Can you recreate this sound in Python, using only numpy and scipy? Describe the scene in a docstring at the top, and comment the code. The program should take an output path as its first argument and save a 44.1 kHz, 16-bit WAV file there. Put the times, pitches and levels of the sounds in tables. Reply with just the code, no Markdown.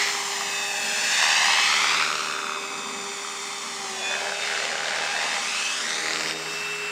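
"""An electric model helicopter flies aerobatics over a field. Throughout, shaft speed drives rotor hum,
tail buzz, drive whine and blade slap; a ground reflection sweeps the blade noise as the height changes.
From 1.2 to 3 s hard pulls slap and roar as the blades strike their wake, with a swoop at 1.7 s.
At 4 s the rotor sags, then a run of short pulls follows, flown high. From 5.5 s it dives:
a whoosh, the sharpest cracks near 6 s, a last whoosh at 6.7 s. Far trees return a faint wash."""
import sys
import numpy as np
from scipy import signal
from scipy.fft import rfft, irfft
from scipy.io import wavfile
from scipy.ndimage import uniform_filter1d, map_coordinates

SR = 44100
rng = np.random.default_rng(int(sys.argv[2]) if len(sys.argv) > 2 else 0)


def wrap_up_sound(samples):
    """Save the sound to the file named by the first command line argument, as 16-bit audio."""
    columns = np.atleast_2d(samples).T
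    # keep every value between -1 and 1, then stretch to whole-number steps
    tamed = np.clip(columns, -1, 1)
    steps = np.round(tamed * 32767).astype(np.int16)
    wavfile.write(sys.argv[1], SR, steps)


N = 304731
TIME_S = np.arange(N) / SR
BINS_HZ = np.fft.rfftfreq(N, 1 / SR)

# Governed main rotor speed, sagging under load: time_s, speed_rev_per_s
HEAD_SPEED = [(0.0, 39.27), (.3, 38.53), (1.04, 39.42), (1.44, 39.01), (1.78, 38.85), (2.27, 38.15),
              (3.1, 38.64), (3.73, 38.7), (4.008, 36.6), (4.25, 38.8), (4.44, 39.28), (4.85, 39.02),
              (5.27, 39.28), (5.58, 38.76), (6.0, 39.61), (6.91, 40.15)]
# Main rotor effort: time_s, swish_db, tip_hiss_db
BLADE_LOAD = [(0, -18.5, -25.5), (.2, -29.5, -29), (.74, -28.5, -30), (1.22, -18, -22), (1.65, -18.5, -24),
              (2.02, -19.5, -29.5), (2.17, -30, -31.5), (2.52, -35, -36.5), (3.96, -34, -32.5),
              (4.12, -28, -32.5), (4.36, -30.5, -33.5), (4.48, -24.5, -32), (4.76, -28, -34.5),
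              (4.96, -25.5, -34), (5.6, -26, -28), (6.3, -32, -31.5), (6.35, -35.5, -35),
              (6.55, -33.5, -33.5), (6.91, -33, -39.5)]
# Roar pitch, highest near 2 s, lowest while flying high at 4-5 s: time_s, pitch_ratio
ROAR_SHIFT = [(0, 1.1), (1.55, 1.145), (2.15, 1.48), (3.7, 1.3), (4.15, 0.83), (4.9, .84), (5.4, 0.91),
              (6.91, 1.15)]
# Microphone treble by direction of arrival: time_s, notch_ratio, fizz_re_hiss_db
MIC_TREBLE = [(0, 0.98, -22), (.8, 1.06, -20), (1.3, 0.97, -27.5), (2.3, 1.02, -23), (3.3, 1.07, -25.5),
              (4.3, 1.033, -27.5), (5.2, 1.03, -28.5), (5.85, 1.035, -30), (6.45, 0.98, -21),
              (6.91, 1.12, -19)]
# Swells of low rushing air: centre_s, half_width_s, level_db
RUSH_SWELLS = [(1.0, .2, -47), (1.88, 0.11, -48), (2.86, 0.18, -42), (3.9, 0.28, -47.5), (5.3, 0.11, -48.5)]
# Wake strikes and stall: start_s, end_s, slap_db, sharpness_frac, rasp_hz, roar_db
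HARD_PULLS = [(0, 0.078, -35, 0.8, 2000, -36), (.15, 0.454, -43, .1, 1200, -35.5),
              (1.25, 1.595, -27, 0.2, 1060, -26), (1.725, 2.027, -28.5, 0.4, 1350, -26.5),
              (2.11, 2.33, -30, 0.4, 1340, -32.5), (2.38, 2.56, -32.5, 0, 1290, -31.5),
              (2.61, 2.94, -42, .03, 1220, -38), (4.153, 4.31, -33.7, 0.07, 1700, -31.5),
              (4.45, 4.587, -33, 0.13, 1760, -38), (4.656, 4.797, -31.5, 0.27, 1800, -32),
              (4.877, 5.052, -30.5, 0.2, 1690, -31), (5.18, 5.355, -33.5, .4, 1640, -31),
              (5.91, 5.98, -31, 1, 2020, -35), (6.087, 6.3, -30.5, 1, 2019, -29.5),
              (6.457, 6.91, -50, .3, 1350, -32)]
# Swoops: centre_s, half_width_s, level_db
WHOOSH_SWELLS = [(1.68, 0.24, -30), (5.67, 0.16, -36.5), (6.7, 0.29, -42.5)]

# Air noise spectra, before any pitch shift: freq_hz, density_db
ROAR_SPECTRUM = [(100, -46), (330, -35), (480, -10.5), (680, 1.5), (950, 1), (1300, -0.5), (2600, -22.5),
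                 (16000, -75)]
SWISH_SPECTRUM = [(200, -75), (900, -11), (1400, -2.5), (1950, 2.5), (2700, -1), (3500, -6), (5000, -6.5),
                  (9000, -39), (16000, -59)]
HISS_SPECTRUM = [(500, -48), (2500, -4.5), (4000, -3), (5500, 0.5), (7000, -2), (8400, -6.5), (9300, -13),
                 (9900, -19.5), (10500, -19), (11600, -33), (15800, -55)]
FIZZ_SPECTRUM = [(4000, -32), (9200, -6), (9900, -5), (10500, -0.5), (11200, -3), (11750, -0.5), (12500, 2),
                 (14500, -3), (15800, -7.5)]
RUSH_SPECTRUM = [(20, -46), (50, -36), (100, -19), (150, -14.5), (200, 1.5), (260, 3.5), (340, -7.5),
                 (500, 5), (900, -20), (16000, -80)]
WHOOSH_SPECTRUM = [(100, -80), (1500, -26), (2600, -7), (3150, 0.5), (3700, -6.5), (5500, -28),
                   (16000, -70)]
# Blunt and sharp slap filters: freq_hz, gain_db
THUD_SPECTRUM = [(30, -70), (250, -11), (500, 3), (850, -9), (1300, -2), (2600, -4), (4500, -18),
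                 (8000, -25), (16000, -58)]
CRACK_SPECTRUM = [(30, -65), (300, -10), (600, 0.5), (1150, -9), (1900, 3.5), (5000, 1.5), (8000, -11.5),
                  (10500, -27), (16000, -44)]

# Main drone and tail buzz partials: cycles_per_own_shaft_rev, level_db
DRONE_PARTIALS = [(6, -9), (8, -0.5), (10, -3), (12, -1), (14, -4), (16, -5.5), (18, -4)]
BUZZ_PARTIALS = [(1, -13), (4, 4.5), (5, -6), (6, -0.5), (8, -5)]
# Beaming as the main disc tilts: time_s, hum_db, drone_db
MAIN_LEVELS = [(0, -62.5, -58), (1.5, -62.5, -61.5), (2.0, -55, -51), (2.7, -69.5, -59.5), (4.2, -65, -64),
               (5.05, -58.5, -71), (5.7, -70, -60), (6.05, -57.5, -47.5), (6.35, -52, -45.5),
               (6.91, -58, -73)]
# Beaming as the tail swings: time_s, blade_tone_db, buzz_db
TAIL_LEVELS = [(0, -42.5, -42.5), (.45, -45, -43), (.9, -46.5, -44), (1.2, -54.5, -44.5), (1.5, -51.5, -38),
               (2.15, -47.5, -56.5), (3.0, -43, -48.5), (3.65, -48, -50.5), (3.97, -45, -43),
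               (4.55, -45.5, -45.5), (5.35, -54.5, -41), (5.7, -51.5, -57), (6.07, -48, -43),
               (6.45, -44, -55), (6.91, -40, -61)]
# Motor and gear lines: tone_name
DRIVE_TONES = ["motor low", "motor high", "gear mesh", "motor octave"]
# Their pitches, in the same order: cycles_per_main_rev
DRIVE_ORDERS = [66.55, 93.12, 179.75, 186.2]
# Narrowly beamed tones at rest: tone_name, level_db
OFF_AXIS_DB = {"motor low": -49, "motor high": -46.5, "gear mesh": -53, "motor octave": -53, "tail third":
               -57.5}
# The turning body aims a tone at the microphone: tone_name, centre_s, half_width_s, level_db
ON_AXIS_SWELLS = [("motor low", 0.78, 0.25, -34), ("motor low", 1.51, 0.21, -30.5),
                  ("motor low", 2.48, 0.34, -42.5), ("motor low", 4.095, 0.063, -34.5),
                  ("motor low", 4.47, .17, -39), ("motor low", 5.3, 0.27, -41.5),
                  ("motor low", 5.655, 0.069, -32.5), ("motor low", 6.72, 0.21, -35),
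                  ("motor high", .63, .12, -40), ("motor high", 1.203, 0.087, -35.5),
                  ("motor high", 1.65, 0.12, -40), ("motor high", 2.46, 0.21, -44),
                  ("motor high", 4.08, .055, -33), ("motor high", 4.42, 0.049, -39),
                  ("motor high", 5.25, .1, -42), ("motor high", 5.92, 0.069, -38.5),
                  ("motor high", 6.33, 0.057, -42.5), ("gear mesh", 1, 0.23, -38.5),
                  ("gear mesh", 0.37, .12, -46), ("gear mesh", 4.7, .11, -45),
                  ("motor octave", 0.26, .42, -41.5), ("motor octave", 3.1, 0.4, -46.5),
                  ("motor octave", 4.08, .05, -42), ("tail third", 0.81, 0.25, -45),
                  ("tail third", 2.31, 0.31, -48), ("tail third", 4.24, 0.15, -41.5),
                  ("tail third", 5.95, 0.43, -50)]

# Ground reflection, later when flying high: time_s, lag_ms, strength_frac
GROUND_BOUNCE = [(0, .91, .4), (.3, .947, .55), (.9, 1.15, .68), (1.3, 1.07, .64), (2.2, .69, .45),
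                 (2.7, .81, .56), (3.82, .9, .55), (4.2, 1.24, .35), (4.6, 1.42, .22), (5.05, 1.26, .2),
                 (5.55, .72, .42), (5.95, .445, .55), (6.3, .345, .42), (6.91, .355, .5)]


def blade_air(turns, slap_db, roar_db):
    """Blade turbulence throbs with each main and tail blade pass, over a low rush of air."""
    swish_db, hiss_db = curves(BLADE_LOAD)
    notch_ratio, fizz_re_hiss_db = curves(MIC_TREBLE)
    fizz_db = hiss_db + fizz_re_hiss_db
    # more slap relative to swish: deeper throb
    depth = np.minimum(0.052 + 0.059 * gain_of(slap_db - swish_db), 0.4)
    main_beat = 1 + depth * np.cos(4 * np.pi * turns) + 0.017 * np.cos(2 * np.pi * turns)
    tail_beat = 1 + 0.15 * np.cos(4 * np.pi * tail_turns(turns))
    throb = unit_rms(main_beat * tail_beat * gain_of(0.28 * drift(27)))
    roar = pitch_shifted(noise(ROAR_SPECTRUM), *curves(ROAR_SHIFT)) * gain_of(roar_db - 6)
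    swish = noise(SWISH_SPECTRUM) * gain_of(swish_db - 4.5)
    hiss = pitch_shifted(noise(HISS_SPECTRUM), notch_ratio) * gain_of(hiss_db - 2.43)
    fizz = pitch_shifted(noise(FIZZ_SPECTRUM), notch_ratio) * gain_of(fizz_db + 1)
    rush_db = swell_db(RUSH_SWELLS, rest_db=-50.5)
    rush = noise(RUSH_SPECTRUM) * gain_of(rush_db + 2 + drift(5.2))
    return throb * (roar + swish + hiss + fizz) + rush


def blade_slap(turns, level_db, sharpness, rasp_hz, burst_s=0.0009, burst_frac=0.78):
    """Blades cut tip vortices: a pressure spike and a short ragged burst per cut."""
    spikes = vortex_cuts(turns)
    # sharp turns: an older vortex is met later in the sweep
    spikes += 0.45 * (0.29 + sharpness) * vortex_cuts(turns - 0.15 + 0.023 * drift(5))
    burst_envelope = signal.lfilter([1], [1, -np.exp(-1 / (burst_s * SR))], spikes)
    bursts = burst_envelope * rng.standard_normal(N)
    pressure = power_mix(unit_rms(spikes), unit_rms(bursts), burst_frac)
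    thud = coloured(pressure, THUD_SPECTRUM)
    rasp = unit_rms(resonate(thud, rasp_hz, width_hz=600))  # pitch set by vortex core size
    blunt = unit_rms(rasp + 0.64 * thud)
    crack = coloured(pressure, CRACK_SPECTRUM)
    return gain_of(level_db - 2.5) * power_mix(blunt, crack, sharpness)


def vortex_cuts(turns, jitter_rev=0.004, imbalance=0.12, spread_db=1.0):
    """One impulse per pass of two unequal blades."""
    passes = np.maximum.accumulate(np.floor(2 * (turns + jitter_rev * drift(40))))
    size = (1 + imbalance * np.cos(np.pi * passes)) * gain_of(spread_db * np.clip(drift(67), -1, 1))
    return np.diff(passes, prepend=passes[0]) * size


def pull_controls(attack_s=0.053, release_s=0.025,
                  easy_slap_db=-42, easy_sharpness=0.1, easy_rasp_hz=1220, easy_roar_db=-35):
    """Slap and stall roar curves: each pull sets in, holds and lets go, on top of easy flight."""
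    start_s, end_s, slap_db, sharpness, rasp_hz, roar_db = np.transpose(HARD_PULLS)[:, :, None]
    before_s, after_s = np.maximum(start_s - TIME_S, 0), np.maximum(TIME_S - end_s, 0)
    held = np.exp(-(before_s / attack_s) ** 2 - (after_s / release_s) ** 2)
    held /= np.maximum(held.sum(0), 1)
    hard_power, easy_power = held * gain_of(slap_db) ** 2, gain_of(easy_slap_db) ** 2
    slap_power = hard_power.sum(0) + easy_power
    roar_power = (held * gain_of(roar_db) ** 2).sum(0) + gain_of(easy_roar_db) ** 2
    mean_sharpness = ((hard_power * sharpness).sum(0) + easy_power * easy_sharpness) / slap_power
    mean_rasp_hz = ((hard_power * rasp_hz).sum(0) + easy_power * easy_rasp_hz) / slap_power
    return 10 * np.log10(slap_power), mean_sharpness, mean_rasp_hz, 10 * np.log10(roar_power)


def swoop_whoosh():
    """Air sheds off the blade edges in a narrow band that swells with each swoop."""
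    return noise(WHOOSH_SPECTRUM) * gain_of(swell_db(WHOOSH_SWELLS, rest_db=-52.5))


def rotor_tones(turns):
    """The main rotor hums and drones; the tail rotor sings at its blade rate and buzzes."""
    hum_db, drone_db = curves(MAIN_LEVELS)
    tone_db, buzz_db = curves(TAIL_LEVELS)
    third_db = beamed_db("tail third")
    hum = partial(turns, order=4, blur_rad=0.23)
    hum += gain_of(-18.5) * partial(turns, order=2, blur_rad=0.15, flutter_db=-5)
    drone = sum(gain_of(db) * partial(turns, order, blur_rad=0.18) for order, db in DRONE_PARTIALS)
    tail_shaft = tail_turns(turns)
    tone = partial(tail_shaft, order=2, blur_rad=0.17)
    third = partial(tail_shaft, order=3, blur_rad=0.57)
    buzz = sum(gain_of(db) * partial(tail_shaft, order, blur_rad=0.54, flutter_db=2.5)
               for order, db in BUZZ_PARTIALS)
    main = hum * gain_of(hum_db + 1) + drone * gain_of(drone_db + 0.2)
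    tail = tone * gain_of(tone_db) + third * gain_of(third_db - 1) + buzz * gain_of(buzz_db - 4)
    return main + tail


def drive_whine(turns, shake_rev=0.00016):
    """Motor and gear lines; the main and tail shafts shake them, raising faint sidebands."""
    shaken = turns + shake_rev * np.sin(4 * np.pi * turns)
    runout = 1 + 0.23 * np.cos(2 * np.pi * tail_turns(turns))
    lines = sum(gain_of(beamed_db(name)) * partial(shaken, order, blur_rad=0.12, flutter_db=1.42)
                for name, order in zip(DRIVE_TONES, DRIVE_ORDERS))
    return runout * lines


def tail_turns(turns, gear_ratio=5.175):
    """The tail shaft is geared up from the main shaft."""
    return gear_ratio * turns


def partial(turns, order, blur_rad, flutter_db=1.5):
    """A shaft-locked line; moving air flutters its phase and level."""
    phase_rad = 2 * np.pi * (order * turns + rng.random()) + blur_rad * drift(25)
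    return np.sqrt(2) * np.sin(phase_rad) * gain_of(flutter_db * drift(20))


def beamed_db(tone_name, fade_db=1.2, fade_hz=3):
    """A tone's level wavers at rest and swells when aimed at the microphone."""
    swells = [row[1:] for row in ON_AXIS_SWELLS if row[0] == tone_name]
    return swell_db(swells, rest_db=OFF_AXIS_DB[tone_name] + fade_db * drift(fade_hz))


def over_ground(x, dull_hz=3200, scatter_hz=12000, grazing_rad=2.5, grazing_ms=0.6):
    """Direct sound plus a late, duller ground copy: comb notches that slide with height."""
    lag_ms, strength = curves(GROUND_BOUNCE)
    mirrored = rfft(x) / (1 + (BINS_HZ / scatter_hz) ** 6)
    bright = irfft(mirrored, N)
    dull = irfft(mirrored / np.sqrt(1 + (BINS_HZ / dull_hz) ** 2), N)
    # at grazing angles grass keeps more treble and delays the phase
    grazing = np.exp(-lag_ms / grazing_ms)
    reflected = dull + grazing * (bright - dull)
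    late = map_coordinates(reflected, [np.arange(N) - lag_ms * SR / 1000], order=3)
    bounce = (signal.hilbert(late) * np.exp(-1j * grazing_rad * grazing)).real
    return (x + strength * bounce) / np.sqrt(1 + strength ** 2)


def tree_echo(x, delay_s=0.25, rise_s=0.028, t60_s=1.0, dull_hz=2500):
    """The far tree line scatters back a dull wash."""
    age_s = np.arange(SR) / SR
    taps = rng.standard_normal(SR) * gain_of(-60 * age_s / t60_s) * (1 - np.exp(-age_s / rise_s))
    wash = signal.fftconvolve(x, taps / np.linalg.norm(taps))[:N]
    wash = irfft(rfft(wash) / (1 + (BINS_HZ / dull_hz) ** 2), N)
    return np.interp(TIME_S - delay_s, TIME_S, wash, left=0)


def gain_of(db):
    """Decibels to amplitude."""
    return 10 ** (np.asarray(db) / 20)


def unit_rms(x):
    """Scale to rms 1."""
    return x / np.sqrt(np.mean(x ** 2) + 1e-20)


def power_mix(a, b, b_frac):
    """Equal-power crossfade."""
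    b_frac = np.clip(b_frac, 0, 1)
    return np.sqrt(1 - b_frac) * a + np.sqrt(b_frac) * b


def curves(rows):
    """Table columns, interpolated linearly over time."""
    time_s, *columns = np.transpose(rows)
    return [np.interp(TIME_S, time_s, column) for column in columns]


def swell_db(swells, rest_db):
    """Round-topped swells over a resting level, summed in power."""
    power = sum(gain_of(db) ** 2 / (1 + ((TIME_S - centre_s) / half_width_s) ** 6)
                for centre_s, half_width_s, db in swells)
    return 10 * np.log10(gain_of(rest_db) ** 2 + power)


def coloured(x, spectrum):
    """Filter by a spectrum table; rms 1."""
    freq_hz, gain_db = np.transpose(spectrum)
    bin_db = np.interp(np.log(BINS_HZ + 1), np.log(freq_hz), gain_db)
    return unit_rms(irfft(rfft(x) * gain_of(bin_db), N))


def noise(spectrum):
    """Shaped Gaussian noise; rms 1."""
    return coloured(rng.standard_normal(N), spectrum)


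def drift(rate_hz):
    """Smooth random motion up to about rate_hz; rms 1."""
    return unit_rms(irfft(rfft(rng.standard_normal(N)) / (1 + (BINS_HZ / rate_hz) ** 4), N))


def pitch_shifted(x, ratio):
    """Slide a noise's spectrum by variable-rate resampling."""
    return map_coordinates(x, [np.cumsum(ratio) % (N - 1)], order=3)


def resonate(x, centre_hz, width_hz):
    """Unity-gain resonance with a moving centre."""
    carrier = np.exp(2j * np.pi * np.cumsum(centre_hz) / SR)
    pole = np.exp(-np.pi * width_hz / SR)
    baseband = signal.lfilter([(1 - pole) ** 2], [1, -2 * pole, pole * pole], x / carrier)
    return 2 * (carrier * baseband).real


def scene(inertia_s=0.15):
    """One shaft, smoothed by rotor inertia, times the parts; one microphone feeds both channels."""
    speed_rev_per_s = uniform_filter1d(curves(HEAD_SPEED)[0], round(inertia_s * SR), mode="nearest")
    turns = np.cumsum(speed_rev_per_s) / SR + 0.11
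    slap_db, sharpness, rasp_hz, roar_db = pull_controls()
    air = blade_air(turns, slap_db, roar_db)
    slap = blade_slap(turns, slap_db, sharpness, rasp_hz)
    helicopter = over_ground(air + slap + swoop_whoosh()) + rotor_tones(turns) + drive_whine(turns)
    field = helicopter + gain_of(-19) * tree_echo(helicopter)
    return np.array([field, field])


def record(dry, wind_cut_hz=48, band_limit_hz=15750):
    """The camera's wind filter and band limit."""
    highpass = signal.butter(2, wind_cut_hz, "highpass", fs=SR, output="sos")
    lowpass = signal.firwin(511, band_limit_hz, window=("kaiser", 9), fs=SR)
    return signal.oaconvolve(signal.sosfilt(highpass, dry), lowpass[None], "same")


dry = scene()
out = record(dry)
wrap_up_sound(out)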